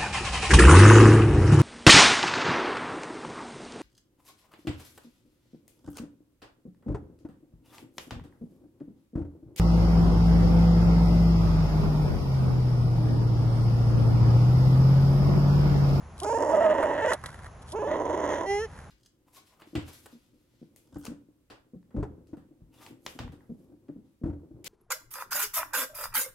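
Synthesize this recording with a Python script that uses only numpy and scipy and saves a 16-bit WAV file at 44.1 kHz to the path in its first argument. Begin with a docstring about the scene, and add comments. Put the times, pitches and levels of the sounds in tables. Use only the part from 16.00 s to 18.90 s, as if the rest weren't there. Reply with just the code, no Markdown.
"""In a quiet backyard a dog hangs from a rope and growls twice through its clenched teeth.
Each growl starts as a pitched tone and breaks into a rasp: regular and irregular beats filtered by a throat.
Both throb on a throat resonance, and the second clears into a whine of regular beats.
Jaws and rope snap and paws scuff the dirt, all shaped noise reaching two microphones with a faint echo.
A low, wavering sine hum and filtered noise lie under it all."""
import sys
import numpy as np
from scipy import signal
from scipy.fft import rfft, irfft, next_fast_len
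from scipy.io import wavfile
from scipy.ndimage import uniform_filter1d, map_coordinates

SR = 44100
rng = np.random.default_rng(int(sys.argv[2]) if len(sys.argv) > 2 else 0)


def dump_mix(stems):
    """Bounce the given channels to the path in sys.argv[1] as a 16-bit WAV at rate SR."""
    frames = np.atleast_2d(stems).T  # one column per channel
    limited = np.clip(frames, -1, 1)  # hard clip at full scale
    pcm = np.round(limited * 32767).astype(np.int16)
    wavfile.write(sys.argv[1], SR, pcm)


N = 127890  # samples, 2.9 s

# hollow colour of jaw knocks and of the body of a scuff: hz [Hz], level_db [dB, relative]
KNOCK_COLOUR = [(150, -9.5), (650, -4), (1400, 2), (2000, 0), (2500, -16.5), (5000, -53)]
# bright colour of cracks and of dirt grit: hz [Hz], level_db [dB, relative]
CRACK_COLOUR = [(1500, -25), (3200, 6), (7000, -1.5), (9000, 8.5), (10800, 4.5), (15500, -54.5)]


def amp(db):
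    """Decibels to gain."""
    return 10 ** (np.asarray(db) / 20)


def unit(x):
    """Scale to rms 1."""
    return x / np.sqrt(np.mean(x ** 2) + 1e-20)


def steady(x, size=900):
    """Hold the short-term rms near 1, judged over windows of size samples."""
    power = uniform_filter1d(uniform_filter1d(x * x, size), size)
    return x / np.sqrt(np.abs(power) + 1e-14)


def along(points, hz):
    """Read (Hz, value) points on a log frequency axis."""
    f, v = np.transpose(points)
    return np.interp(np.log(hz + 1), np.log(f + 1), v)


def curves(rows):
    """One value per sample for each column after the time."""
    s, *cols = np.transpose(rows)
    return [np.interp(np.arange(N) / SR, s, c) for c in cols]


def gate(rows, fade_s=0.0069):
    """Fully open from the first row to the last, with a short fade outside each end."""
    t = np.arange(N) / SR
    inside_s = np.minimum(t - rows[0][0], rows[-1][0] - t)
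    return np.clip(inside_s / fade_s + 1, 0, 1)


def wobble(rate):
    """A smooth random curve, rate knots a second."""
    knots = rng.standard_normal(int(N * rate / SR) + 4)
    return map_coordinates(knots, [np.arange(N) * rate / SR])


def filtered(x, response):
    """Multiply the spectrum of x by a response of frequency."""
    m = 2 * next_fast_len(N)
    return irfft(rfft(x, m) * response(np.fft.rfftfreq(m, 1 / SR)), m)[..., :N]


def coloured(x, points, band=lambda hz: 1):
    """Causal (minimum-phase) filter with the given (Hz, dB) shape, within a band."""
    def response(hz):
        size = np.maximum(amp(along(points, hz)) * band(hz), 1e-6)
        cepstrum = irfft(np.log(size))
        # folding the cepstrum forward in time makes the filter causal
        half = len(cepstrum) // 2
        cepstrum[1:half] *= 2
        cepstrum[half + 1:] = 0
        return np.exp(rfft(cepstrum))
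    return filtered(x, response)


def gliding(x, scale, points, band):
    """Filter in warped time, so that resonances and band edges move in proportion to scale."""
    clock, n = np.cumsum(scale), np.arange(N)
    warped = map_coordinates(x, [np.interp(n, clock, n)])
    return map_coordinates(coloured(warped, points, band), [clock])


def beats(hz):
    """Sample positions at which a cycle completes."""
    turns = np.cumsum(hz) / SR
    return np.interp(np.arange(1, int(turns[-1])), turns, np.arange(N))


def pulses(at, scatter_db, order=8):
    """Band-limited clicks of random size at fractional sample positions."""
    k = at.astype(int)[:, None] + np.arange(1 - order, order + 1)
    d = k - at[:, None]
    size = amp(scatter_db * np.clip(rng.standard_normal((len(at), 1)), -2, 2))
    clicks = size * np.sinc(d) * np.sinc(d / order)  # windowed sinc
    return np.bincount(np.clip(k, 0, N - 1).ravel(), clicks.ravel(), N)


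def growl(effort, bright, throat, low_hz=1300, high_hz=4300):
    """Regular and irregular beats of the folds share one throat; the muzzle resonances rise as the lips part."""
    level_db, = curves(effort)
    mids_db, treble_db = curves(bright)
    age_s = np.maximum(np.arange(N) / SR - effort[0][0], 0)
    pitch_hz, rough = folds(age_s)
    source = fold_source(pitch_hz, rough)

    def below(hz, edge_hz):
        """Pass what lies under an edge."""
        return 1 / (1 + (hz / edge_hz) ** 12)

    low = steady(coloured(source, throat, lambda hz: below(hz, low_hz)), size=600)
    sag, open_s = 0.32, 0.18  # the middle band starts this share low and rises over this time
    muzzle = 1 - sag * np.clip(1 - age_s / open_s, 0, 1)
    mid = steady(gliding(source, muzzle, throat, lambda hz: (1 - below(hz, low_hz)) * below(hz, high_hz)))
    spit_db = 3.5  # extra size spread of the treble when the voice is rough
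    spitting = source * amp(spit_db * rough * wobble(410))
    top = steady(coloured(spitting, throat, lambda hz: 1 - below(hz, high_hz)), size=2200)

    tone, hold = throbs()
    flutter_db, duck_db = 2.92, -4  # greatest tremor of the rough voice; dip of the low band under a throb
    tremor = amp(flutter_db * rough * np.tanh(wobble(70)))
    lower = amp(level_db + duck_db * hold) * low
    upper = gate(bright) * (amp(mids_db) * mid + amp(treble_db) * top)
    return gate(effort) * (tone + tremor * (lower + upper))


def folds(age_s):
    """Pitch, and the share of rasp, which drops away while the folds beat regularly."""
    # spells of regular beating: start_s [s], end_s [s], first_pitch_hz [Hz], last_pitch_hz [Hz]
    spells = [(0.211, 0.246, 321.4, 413.4), (0.262, 0.292, 406, 434.2), (0.298, 0.328, 444.3, 474),
              (0.343, 0.375, 441, 463), (1.021, 1.045, 434, 461.4), (1.079, 1.106, 472.7, 507.7),
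              (1.723, 1.751, 278.6, 405.4), (1.754, 1.785, 414.5, 475.4), (1.797, 1.82, 411, 451),
              (1.847, 1.869, 412.6, 440)]
    switch_s = 0.0062  # time to change between regular and irregular beating
    fray = 0.1  # rasp share added one second into a growl, growing with age squared
    pitch_hz, = curves([point for a, b, first, last in spells for point in ((a, first), (b, last))])
    t = np.arange(N) / SR
    regular = sum(np.clip(np.minimum(t - a, b - t) / switch_s + .5, 0, 1) for a, b, *_ in spells)
    return pitch_hz, np.clip(1 - regular + fray * age_s ** 2, 0, 1)


def fold_source(pitch_hz, rough):
    """Even clicks of regular folds cross over to a rasp of scattered clicks and rushing air."""
    fold_jitter, rasp_jitter = 0.01515, .16  # spread of the beat rate, natural log
    rasp_hz, scatter_db = 314.7, 4.5  # central rate and size spread of the irregular beats
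    air = 0.42  # share of the rasp's power that is rushing air
    clean = pulses(beats(pitch_hz * np.exp(fold_jitter * wobble(200))), 0)
    tearing = steady(pulses(beats(rasp_hz * np.exp(rasp_jitter * wobble(330))), scatter_db))
    rasp = np.sqrt(1 - air) * tearing + np.sqrt(air) * rng.standard_normal(N)
    return np.sqrt(1 - rough) * unit(clean) + np.sqrt(rough) * rasp


def throbs(waver=0.02544):
    """The folds lock onto the throat's resonance in short swells: the tone, and how firmly it holds (0-1)."""
    # swells of the locked voice: centre_s [s], length_s [s], pitch_hz [Hz], level_db [dB]
    swell_rows = [(.547, 0.023, 625, -18), (.586, 0.029, 592.4, -19.5), (0.619, 0.027, 673, -20),
                  (0.664, 0.05, 632.3, -19), (.713, 0.037, 614.5, -20), (0.791, 0.012, 575.6, -23),
                  (0.845, .024, 626, -23.5), (1.05, 0.011, 580, -22.5), (1.071, 0.0087, 577.7, -21),
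                  (1.113, 0.0054, 582.8, -25), (1.836, 0.0098, 595.4, -26.5), (1.879, 0.028, 579, -30),
                  (1.926, 0.035, 621, -27)]
    beat, octave_db = 0.15, -18.5  # depth of a pattern repeating every third cycle; overtone level
    t = np.arange(N) / SR
    swells = [np.exp(-(2 * (t - s) / length) ** 4) for s, length, _, _ in swell_rows]
    _, hz, _ = curves(swell_rows)
    phase = 2 * np.pi * np.cumsum(hz * (1 + waver * wobble(200))) / SR
    pulsing = 1 + beat * (np.cos(phase / 3) + np.sin(2 * phase / 3))
    tone = unit(np.sin(phase) * pulsing + amp(octave_db) * np.sin(2 * phase))
    loudness = sum(amp(row[-1]) * swell for row, swell in zip(swell_rows, swells))
    return tone * loudness, np.minimum(sum(swells), 1)


def whine(jitter=0.0017):
    """The folds settle into a clean note that rises, then drops as it fades."""
    # course of the whine: time_s [s], pitch_hz [Hz], level_db [dB]
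    course = [(2.462, 389, -35.5), (2.508, 400, -25.5), (2.58, 410.4, -28), (2.637, 457.3, -32),
              (2.656, 430, -35), (2.675, 379, -60)]
    # throat and muzzle during the whine: hz [Hz], level_db [dB, relative]
    whine_throat = [(150, -40), (400, 1.5), (810, -1.5), (900, -19.5), (1200, -29.5), (1360, -12.5),
                    (1600, -26), (1800, -5.5), (2030, -6.5), (2200, -29), (3100, -19), (3700, -37),
                    (4300, -23.5), (4850, -45), (5200, -23), (6200, -24), (8800, -46), (10200, -23.5),
                    (11500, -66.5)]
    pitch_hz, level_db = curves(course)
    source = pulses(beats(pitch_hz * np.exp(jitter * wobble(150))), 0)
    return gate(course) * amp(level_db) * steady(coloured(source, whine_throat))


def snaps(attack_s=0.00081, tail_db=-16, tail_t60_s=0.23):
    """Jaws and rope snap: each a hollow noise knock with a short tail and a bright noise crack."""
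    # the snaps: start_s [s], knock_db [dB], crack_db [dB], t60_s [s to fall by 60 dB]
    snap_rows = [(.232, -49, -30, 0.031), (0.828, -26, -42, .07), (1.118, -25, -42, 0.074),
                 (1.133, -57, -24, 0.034), (1.238, -34, -41.5, 0.042), (1.259, -37.5, -32.5, 0.036),
                 (1.719, -68, -36, 0.05)]
    knock, crack = np.zeros((2, N))
    for s, knock_db, crack_db, t60_s in snap_rows:
        t = np.maximum(np.arange(N) / SR - s, 0)
        rise = 1 - np.exp(-t / attack_s)
        shape = rise * amp(-60 * t / t60_s)
        tail = rise * amp(tail_db - 60 * t / tail_t60_s)
        knock += amp(knock_db) * (shape + tail)
        crack += amp(crack_db) * shape
    hollow = unit(coloured(rng.standard_normal(N), KNOCK_COLOUR))
    bright = unit(coloured(rng.standard_normal(N), CRACK_COLOUR))
    return knock * hollow + crack * bright


def scuffs(grain_db=5):
    """Paws drag over gritty soil in short, grainy swells of noise."""
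    # the scuffs: centre_s [s], length_s [s], body_db [dB], grit_db [dB]
    scuff_rows = [(0.202, 0.049, -77, -48), (1.321, 0.24, -51, -57), (1.453, 0.046, -52, -59),
                  (1.625, 0.014, -60, -49), (1.697, 0.044, -60.5, -49), (2.778, 0.18, -55, -60.5)]
    body, grit = np.zeros((2, N))
    for s, length_s, body_db, grit_db in scuff_rows:
        shape = np.exp(-(2 * (np.arange(N) / SR - s) / length_s) ** 2)
        body += amp(body_db) * shape
        grit += amp(grit_db) * shape
    grains = amp(grain_db * wobble(350)) * rng.standard_normal((2, N))
    dull = unit(coloured(grains[0], KNOCK_COLOUR))
    gritty = unit(coloured(grains[1], CRACK_COLOUR))
    return body * dull + grit * gritty


def placed(x):
    """The dog's sound differs in level and phase between the microphones; the ground answers faintly."""
    # level difference between the microphones: hz [Hz], left_minus_right_db [dB]
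    lean = [(200, 1), (620, -3), (1110, -7.5), (2000, 0.5), (3500, 0)]
    # phase difference between the microphones: hz [Hz], left_lead_rad [radians]
    lead = [(200, 0.066), (1000, 0.76), (2000, 0.27), (4000, 2.16), (7200, 1.095), (11000, 4.89)]
    echo_db, echo_t60_s = -18, .08
    sides = np.array([[.5], [-.5]])  # each microphone takes half of the difference
    direct = filtered(x, lambda hz: amp(sides * along(lean, hz)) * np.exp(1j * sides * along(lead, hz)))
    t = np.arange(SR // 3) / SR
    decaying = rng.standard_normal((2, len(t))) * amp(-60 * t / echo_t60_s)
    tails = np.array([n / np.linalg.norm(n) for n in decaying])
    return direct + amp(echo_db) * signal.fftconvolve(x[None], tails, axes=1)[:, :N]


def yard(side_db=-7, mono_below_hz=250, hum_waver_db=3):
    """Outdoor air as noise, nearly mono in the bass, with a low hum that wavers in pitch and level."""
    # colour of the quiet yard: hz [Hz], density_db [dB per Hz, relative]
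    air_colour = [(18, -24.5), (50, 0), (130, -2), (300, -17.5), (1000, -15.5), (3000, -34.5),
                  (4800, -40.5), (6800, -34), (9000, -59), (10300, -31.5), (12000, -79)]
    air_db, hum_hz, hum_db = -47.5, 79.3, -52.5
    mid, side = [unit(coloured(n, air_colour)) for n in rng.standard_normal((2, N))]
    side = amp(side_db) * filtered(side, lambda hz: hz / (hz + mono_below_hz))
    hum_phase = 2 * np.pi * np.cumsum(hum_hz + 3 * wobble(16)) / SR
    hum = unit(np.sin(hum_phase) * amp(hum_waver_db * wobble(21.8)))
    return amp(air_db) * np.array([mid + side, mid - side]) + amp(hum_db) * hum


def scene():
    """Two growls, the whine, snaps and scuffs in the yard."""
    # effort of each growl, the level of its low band: time_s [s], level_db [dB]
    effort_1 = [(.222, -34), (.27, -28.5), (.325, -25.5), (.5, -25), (.6, -25.5), (.93, -27.5), (1.12, -28),
                (1.15, -36)]
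    effort_2 = [(1.728, -42.5), (1.75, -31), (1.86, -31), (1.94, -28.5), (2.03, -30), (2.16, -29),
                (2.465, -32)]
    # upper bands of each growl: time_s [s], upper_mids_db [dB], treble_db [dB]
    bright_1 = [(0.243, -43.5, -46.5), (0.482, -45.5, -50), (0.661, -39, -57), (0.902, -41, -57),
                (1.0, -35, -57.5), (1.125, -32.5, -42)]
    bright_2 = [(1.76, -45, -58.5), (1.84, -51, -63), (1.931, -42.5, -58.5), (2.021, -51, -58.5),
                (2.36, -41, -50.5), (2.46, -51, -59)]
    # throat and muzzle of each growl: hz [Hz], level_db [dB, relative]
    throat_1 = [(110, -61.5), (250, -7), (410, -6), (580, 4.5), (770, -9.5), (930, 2), (1120, -15.5),
                (1680, -11.5), (1880, -7), (2330, -29.5), (2850, -21.5), (3600, -31), (7000, -26),
                (9000, -33.5), (10500, -31.5), (13000, -67)]
    throat_2 = [(110, -24.5), (330, -0.5), (490, 2.5), (600, 3), (780, -7), (1000, 1), (1160, -14),
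                (1620, -10), (1980, -6), (2400, -26.5), (3150, -18), (4900, -26.5), (6400, -14),
                (9000, -41), (10300, -21.5), (12000, -71.5)]
    first = growl(effort_1, bright_1, throat_1)
    second = growl(effort_2, bright_2, throat_2)
    return placed(first + second + whine() + snaps() + scuffs()) + yard()


def record(dry):
    """Nothing is kept above the band limit of 15.7 kHz."""
    return filtered(dry, lambda hz: hz < 15700)


dry = scene()
out = record(dry)
dump_mix(out)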